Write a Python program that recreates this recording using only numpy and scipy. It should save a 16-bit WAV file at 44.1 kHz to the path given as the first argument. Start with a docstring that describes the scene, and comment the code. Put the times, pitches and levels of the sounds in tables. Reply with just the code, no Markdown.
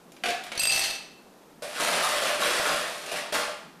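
"""A metal scoop knocks on a steel cocktail shaker, and ice cubes slide off and clatter in, ringing the steel.
Then the scoop digs through a bin of ice and is shaken twice, all in an echoing kitchen with a faint hum.
Each hit is a click that becomes a puff of noise and sets tones ringing. A fast volume control flattens
the loud moments. Levels in dB are relative. A ring time is how long a tone takes to fade by 60 dB;
a decay is how long a burst takes to fall to about a third."""
import sys
import numpy as np
from scipy import signal
from scipy.fft import rfft, irfft
from scipy.io import wavfile

SR = 44100
rng = np.random.default_rng(int(sys.argv[2]) if len(sys.argv) > 2 else 0)


def waveform_to_disk(signal):
    """Save audio, clipped to [-1, 1], as 16-bit WAV at the path in sys.argv[1]."""
    frames = np.transpose(np.atleast_2d(signal))
    scaled = np.clip(frames, -1, 1) * 32767
    samples = np.round(scaled).astype(np.int16)
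    wavfile.write(sys.argv[1], SR, samples)


N = 167580
TIME = np.arange(N) / SR


def from_db(db):
    """Turn decibels into a number to multiply a sound by."""
    return 10 ** (np.asarray(db) / 20)


def in_time(rows):
    """Join rows that start with a time by straight lines: one curve for each further column."""
    times, *columns = np.transpose(rows)
    return [np.interp(TIME, times, column) for column in columns]


def during(rows):
    """On between the first row's time and the last row's, off elsewhere."""
    return (TIME > rows[0][0]) & (TIME < rows[-1][0])


def at_hz(points, hz):
    """Read between rows of frequency and value, giving every octave equal room."""
    frequencies, values = np.transpose(points)
    return np.interp(np.log(hz + 1e-3), np.log(frequencies), values)


def colour(sound, spectrum, size=4096):
    """Shape the bass and treble of a sound; white noise keeps its overall power."""
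    gains = from_db(at_hz(spectrum, np.arange(size // 2 + 1) * SR / size))
    # Build a minimum-phase filter, so that nothing sounds ahead of a hit.
    cepstrum = irfft(np.log(gains))
    cepstrum[1:size // 2] *= 2
    cepstrum[size // 2 + 1:] = 0
    response = irfft(np.exp(rfft(cepstrum)))
    return signal.fftconvolve(sound, response / np.linalg.norm(response))[:N]


def hum():
    """The steady background: faint noise, strongest in the low notes."""
    # Each row: frequency in Hz, level in dB.
    spectrum = [(25, -21), (70, -22), (115, -22.5), (165, -6), (260, -7), (420, -9), (900, -14),
                (2200, -25), (14000, -34)]
    return from_db(-53) * colour(rng.standard_normal(N), spectrum)


def contacts(per_s, spread_db):
    """Pieces of ice touch at random moments: clicks of uneven size, with an average power of 1."""
    sizes = from_db(spread_db * np.minimum(rng.exponential(1, N), 4)) * rng.choice([-1, 1], N)
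    clicks = sizes * (rng.random(N) < per_s / SR)
    return clicks / np.std(clicks)


def bursts(jolts):
    """Each jolt starts a shower of tiny clicks that dies away."""
    power = sum(from_db(db) ** 2 * (TIME >= start) * np.exp(-2 * np.abs(TIME - start) / decay_s)
                for start, db, decay_s in jolts)
    return np.sqrt(power) * contacts(per_s=4000, spread_db=1)


def blows(starts, db, scatter_db=2):
    """One click for each hit, by chance a little harder or softer."""
    sizes = from_db(db + scatter_db * rng.standard_normal(len(starts)))
    clicks = np.zeros(N)
    clicks[(np.asarray(starts) * SR).astype(int)] = sizes * rng.choice([-1, 1], len(starts))
    return clicks


def puffs(clicks, decay_s):
    """Every click becomes a short puff of noise with the same energy."""
    fade = np.exp(-2 / (decay_s * SR))
    power = signal.lfilter([1 - fade], [1, -fade], clicks ** 2 + 1e-18)
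    return np.sqrt(power) * rng.standard_normal(N)


def ring(clicks, hz, db, ring_s, blur_hz=0, rise=0):
    """Clicks set a tone ringing. Rubbing ice blurs its pitch; a lighter load raises it by a fraction."""
    pole = np.exp((-np.log(1000) / ring_s + 2j * np.pi * hz) / SR)
    tone = signal.lfilter([1], [1, -pole], clicks + 1e-18)
    jitter = rng.standard_normal(N) * np.sqrt(2 * np.pi * blur_hz / SR)
    phase_drift = np.cumsum(jitter + 2 * np.pi * hz * rise / SR)
    return from_db(db) * np.real(tone * np.exp(1j * phase_drift))


def kitchen(sound):
    """The room's echoes: a wash that builds up quickly and lasts longest in the middle pitches."""
    # Each row: frequency in Hz, ring time of the room in seconds.
    ring_times = [(150, 0.33), (700, 0.71), (3000, 0.64), (8000, 0.49), (14000, 0.28)]
    centres, seconds = np.transpose(ring_times)
    t, hz = TIME[:SR], np.arange(SR // 2 + 1)
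    noise_spectrum = rfft(rng.standard_normal(SR))
    tail = np.zeros(SR)
    for weights, ring_s in zip(np.eye(len(centres)), seconds):
        band = irfft(noise_spectrum * at_hz(list(zip(centres, weights)), hz), SR)
        tail += band * np.exp(-np.log(1000) * t / ring_s)
    build_up_s = 0.0009
    tail *= 1 - np.exp(-t / build_up_s)
    return signal.fftconvolve(sound, tail / np.linalg.norm(tail))[:N]


def scoop():
    """The full scoop knocks on the rim and rings, while chips tick and cubes slide along it."""
    # Three kinds of jolt. Each row: start in seconds, level in dB, decay in seconds.
    chips = [(0.1196, -42.5, 0.0045), (0.304, -23.5, 0.0025), (0.437, -34, 0.0081), (3.062, -33, 0.0055)]
    slides = [(0.1661, -38.5, 0.0036), (0.4659, -32, 0.0062), (0.5178, -28, 0.011), (0.5514, -30.5, 0.015)]
    knocks = [(0.2368, -20, 0.012), (0.257, -23.5, 0.019), (0.2857, -21.5, 0.01), (0.304, -27.5, 0.011)]
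    # The noise of the full scoop, and of the chips. Each row: frequency in Hz, level in dB.
    scoop_spectrum = [(30, -7), (120, -13.5), (320, -4.5), (600, 1), (1000, -8), (1650, 0.5), (2400, 0),
                      (4000, -5), (6000, -13.5), (10000, -15.5), (14000, -29)]
    chip_spectrum = [(500, -8), (3000, 8), (9000, 1), (14000, -4)]
    # The scoop's own tones. Each row: pitch in Hz, level in dB, ring time in seconds.
    tones = [(703, -14.5, 0.14), (755, -19.5, 0.11), (1314, -27, 0.068), (1637, -18.5, 0.08),
             (1715, -19, 0.12)]
    starts, knock_db, _ = np.transpose(knocks)
    sound = colour(bursts(knocks + slides), scoop_spectrum) + colour(bursts(chips), chip_spectrum)
    sound += from_db(10.5) * sum(ring(blows(starts, knock_db), *tone) for tone in tones)
    return from_db(-3.5) * (sound + kitchen(sound))


def shaker():
    """Cubes drop in and tumble. The first ring the bare steel; the growing heap dulls and roughens it."""
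    # Cubes strike the wall. Each row: start in seconds, strength in dB, extra wall ring in dB,
    # that ring's lean towards the treble in dB per octave, extra clink in dB.
    drops = [(0.5768, -20, -6, 0, 18), (0.5962, -19, 20, 3, -20), (0.634, -10, 12.5, 0.5, -19),
             (0.6539, 4.5, -3, 2.5, -9), (0.672, 2.5, 5, 0.5, -8), (0.694, -3, 8, -5, 2),
             (0.722, -4.5, 4, -3, 3), (0.756, -3, -5, -11.5, 0), (0.7923, -6.5, -1, 6.5, -3),
             (0.908, -8, -20, -8, -10)]
    # Cubes tumble over each other. Each row: time in seconds, level in dB.
    tumble_curve = [(0.58, -10), (0.66, -6), (0.74, 2.5), (0.84, -5.5), (0.91, -18), (0.97, -24.5),
                    (1.08, -43)]
    # The noise of a cube's hit. Each row: frequency in Hz, level in dB.
    crack_spectrum = [(30, -1), (100, -8), (450, -1), (650, 4), (1000, -1.5), (3000, 7), (7000, -1),
                      (14000, -8)]
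    # Steel wall, bright clink and hollow cup. Each row: pitch in Hz, level in dB, ring time in seconds.
    wall_tones = [(2613, -19.5, 0.07), (2665, -19, 0.15), (4740, -30, 0.026), (4790, -21.5, 0.13),
                  (7590, -30.5, 0.051), (8180, -23.5, 0.052), (8290, -21.5, 0.19), (11200, -28.5, 0.031),
                  (12200, -31, 0.049)]
    clink_tones = [(1796, -40, 0.075), (4300, -22, 0.049), (4550, -29, 0.028), (5950, -26.5, 0.051),
                   (6250, -31, 0.04), (9460, -26.5, 0.02), (10730, -32, 0.038)]
    hollow_tones = [(656, -42.5, .1), (778, -48.5, 0.36)]
    # Cubes hit the bottom and thud through to the counter. Each row: start in seconds, level in dB.
    bottom_hits = [(0.576, 2), (0.637, 5), (0.755, 7)]
    starts, drop_db, wall_db, tilt_db, clink_db = np.transpose(drops)
    tumble_db, = in_time(tumble_curve)
    tumble = contacts(per_s=400, spread_db=1.5) * from_db(tumble_db - 25) * during(tumble_curve)

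    def strikes(drop_extra_db, tumble_extra_db):
        """The clicks that reach one tone, each with a random strength."""
        small_hits = tumble * from_db(tumble_extra_db) * rng.standard_normal(N)
        return small_hits + blows(starts, drop_db + drop_extra_db)

    hits = tumble + blows(starts, drop_db - 1.5)
    sound = from_db(1) * colour(puffs(hits, decay_s=0.0038), crack_spectrum)
    fill_s, pivot_hz, damping_db_per_s = 0.24, 4700, 200  # this damping holds at pivot_hz, when full
    fill = np.clip((TIME - starts[0]) / fill_s, 0, 1)
    for hz, db, ring_s in wall_tones:
        octaves = np.log2(hz / pivot_hz)
        clicks = strikes(wall_db + tilt_db * octaves, tumble_extra_db=-15 + 6.5 * octaves)
        load = fill * hz / pivot_hz  # the heap damps high tones most
        damping = from_db(-np.cumsum(load) / SR * damping_db_per_s)
        # Dividing first lets each hit start at full strength and only then fade faster.
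        sound += damping * ring(clicks / damping, hz, db, ring_s, blur_hz=45.4 * load)
    sound += sum(ring(strikes(clink_db, tumble_extra_db=0.5), *tone, blur_hz=124) for tone in clink_tones)
    sound += sum(ring(hits, *tone) for tone in hollow_tones)
    thud_hz = 280
    thuds = signal.sosfilt(signal.butter(2, thud_hz, fs=SR, output="sos"), blows(*np.transpose(bottom_hits)))
    return sound + thuds + from_db(-7.5) * kitchen(sound)


def ice_bin():
    """The scoop digs into the bin and is shaken; cubes grind on it and on each other."""
    # The push through the ice. Each row: time in seconds, level in dB, extra treble in dB.
    dig_curve = [(1.63, -49.5, 9.5), (1.735, -39.5, -1), (1.78, -29.5, 1.5), (1.89, -21.5, -0.5),
                 (1.98, -27, -0.5), (2.05, -29, 4.5), (2.17, -30, 0), (2.29, -23.5, -2), (2.385, -37.5, 0),
                 (2.425, -18, 0.5), (2.63, -33.5, 1), (2.665, -19.5, -3.5), (2.77, -36, 4.5),
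                 (2.87, -34.5, -2), (2.97, -42, 3), (3.08, -40, -1.5), (3.18, -38, -26), (3.30, -42, -9)]
    # The scoop stabs in or is shaken. Each row: start in seconds, level in dB, decay in seconds.
    jolts = [(1.6215, -31.5, 0.029), (3.09, -33.5, .02), (3.115, -27.5, 0.034), (3.16, -29.5, 0.035),
             (3.3235, -25, 0.065), (3.341, -21.5, 0.033), (3.42, -39.5, 0.083)]
    # The scoop bumps in the bin with a hollow thunk. Each row: start in seconds, level in dB.
    thunks = [(1.623, -12), (1.645, -15), (1.677, -15), (1.715, -10), (2.398, -5), (2.598, -1), (2.745, -9),
              (3.117, -6.5), (3.325, -7), (3.385, -2), (3.48, -8)]
    # The noise of crunching ice. Each row: frequency in Hz, level in dB.
    crunch_spectrum = [(30, -18), (100, -37), (160, -8), (260, -8), (550, -2.5), (700, -1.5), (850, -3.5),
                       (1300, -2), (2400, -4), (4800, -7.5), (6800, -12), (9500, -10.5), (14000, -22)]
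    # The tones of scoop and bin. Each row: pitch in Hz, level in dB, ring time in seconds.
    tones = [(485, -33.5, 0.28), (593.9, -27, 0.49), (623, -28.5, 0.052), (645, -28, 0.13),
             (676, -30.5, 0.21)]
    treble_hz, lift_s, sweeps_per_s = 3270, 3.6, 1.3
    level_db, treble_db = in_time(dig_curve)
    effort = from_db(level_db) * during(dig_curve)
    grind = puffs(contacts(per_s=1300, spread_db=3.5), decay_s=0.00065) * effort
    treble = signal.sosfilt(signal.butter(1, treble_hz, "high", fs=SR, output="sos"), grind)
    crunch = colour(grind + (from_db(treble_db) - 1) * treble + bursts(jolts), crunch_spectrum)
    hits = from_db(-17.5) * crunch + blows(*np.transpose(thunks))
    rise = 0.093 * (TIME > lift_s)  # lifted clear of the ice, the scoop rings higher
    ringing = sum(ring(hits, *tone, blur_hz=5.2, rise=rise) for tone in tones)
    ice = crunch + from_db(-7) * effort * clacks() + jammed_cubes()
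    # The echoes change as the scoop moves: blend back and forth between two sets of them.
    sweep = 2 * np.pi * sweeps_per_s * TIME
    echoes = kitchen(ice * np.cos(sweep)) + kitchen(ice * np.sin(sweep))
    return ringing + from_db(-4.5) * ice + from_db(-3) * echoes


def clacks(per_s=150, low_hz=1017, high_hz=3890, pitches=24, ring_cycles=14):
    """Whole cubes clack together, each ringing briefly at its own pitch; the average power is 1."""
    rings = sum(ring(contacts(per_s / pitches, spread_db=-1.5), hz, db=0, ring_s=ring_cycles / hz)
                for hz in np.geomspace(low_hz, high_hz, pitches))
    return rings / np.std(rings)


def jammed_cubes(decay_s=0.015, sharpness=2.9):
    """A jammed cube gives way with a crunch: a short shower of clicks around one rough pitch."""
    # Each row: start in seconds, level in dB, pitch in Hz.
    crunches = [(2.041, -17.5, 1150), (2.421, -14.5, 1220), (2.654, -18.5, 1290), (3.159, -29, 2000),
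                (3.353, -19.5, 1380)]
    sound = np.zeros(N)
    for start, db, hz in crunches:
        crunch = signal.lfilter(*signal.iirpeak(hz, sharpness, fs=SR), bursts([(start, db, decay_s)]))
        sound += crunch * np.sqrt(SR * sharpness / (np.pi * hz))  # restore the power the filter takes
    return sound


def scene():
    """All the sounds at one microphone, the same on the left and right."""
    mono = scoop() + shaker() + ice_bin() + hum()
    return np.array([mono, mono])


def record(dry):
    """A fast volume control holds loud moments down; peaks are rounded and the highest treble is cut."""
    detect_s, limit_db, cut_share, release_db_per_s = 0.00096, -22.5, 0.7, 83
    ceiling, cutoff_hz = 0.22, 14400
    fade = np.exp(-1 / (detect_s * SR))
    power = signal.lfilter([1 - fade], [1, -fade], dry[0] ** 2)
    over_db = np.maximum(10 * np.log10(power + 1e-12) - limit_db, 0)
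    # The volume drops at once and comes back at a steady pace.
    release_db = release_db_per_s * TIME
    held_db = np.maximum.accumulate(over_db + release_db) - release_db
    limited = dry * from_db(-cut_share * held_db)
    rounded = ceiling * np.tanh(limited / ceiling)
    return signal.sosfilt(signal.ellip(12, .2, 80, cutoff_hz, fs=SR, output="sos"), rounded)


dry = scene()
out = record(dry)
waveform_to_disk(out)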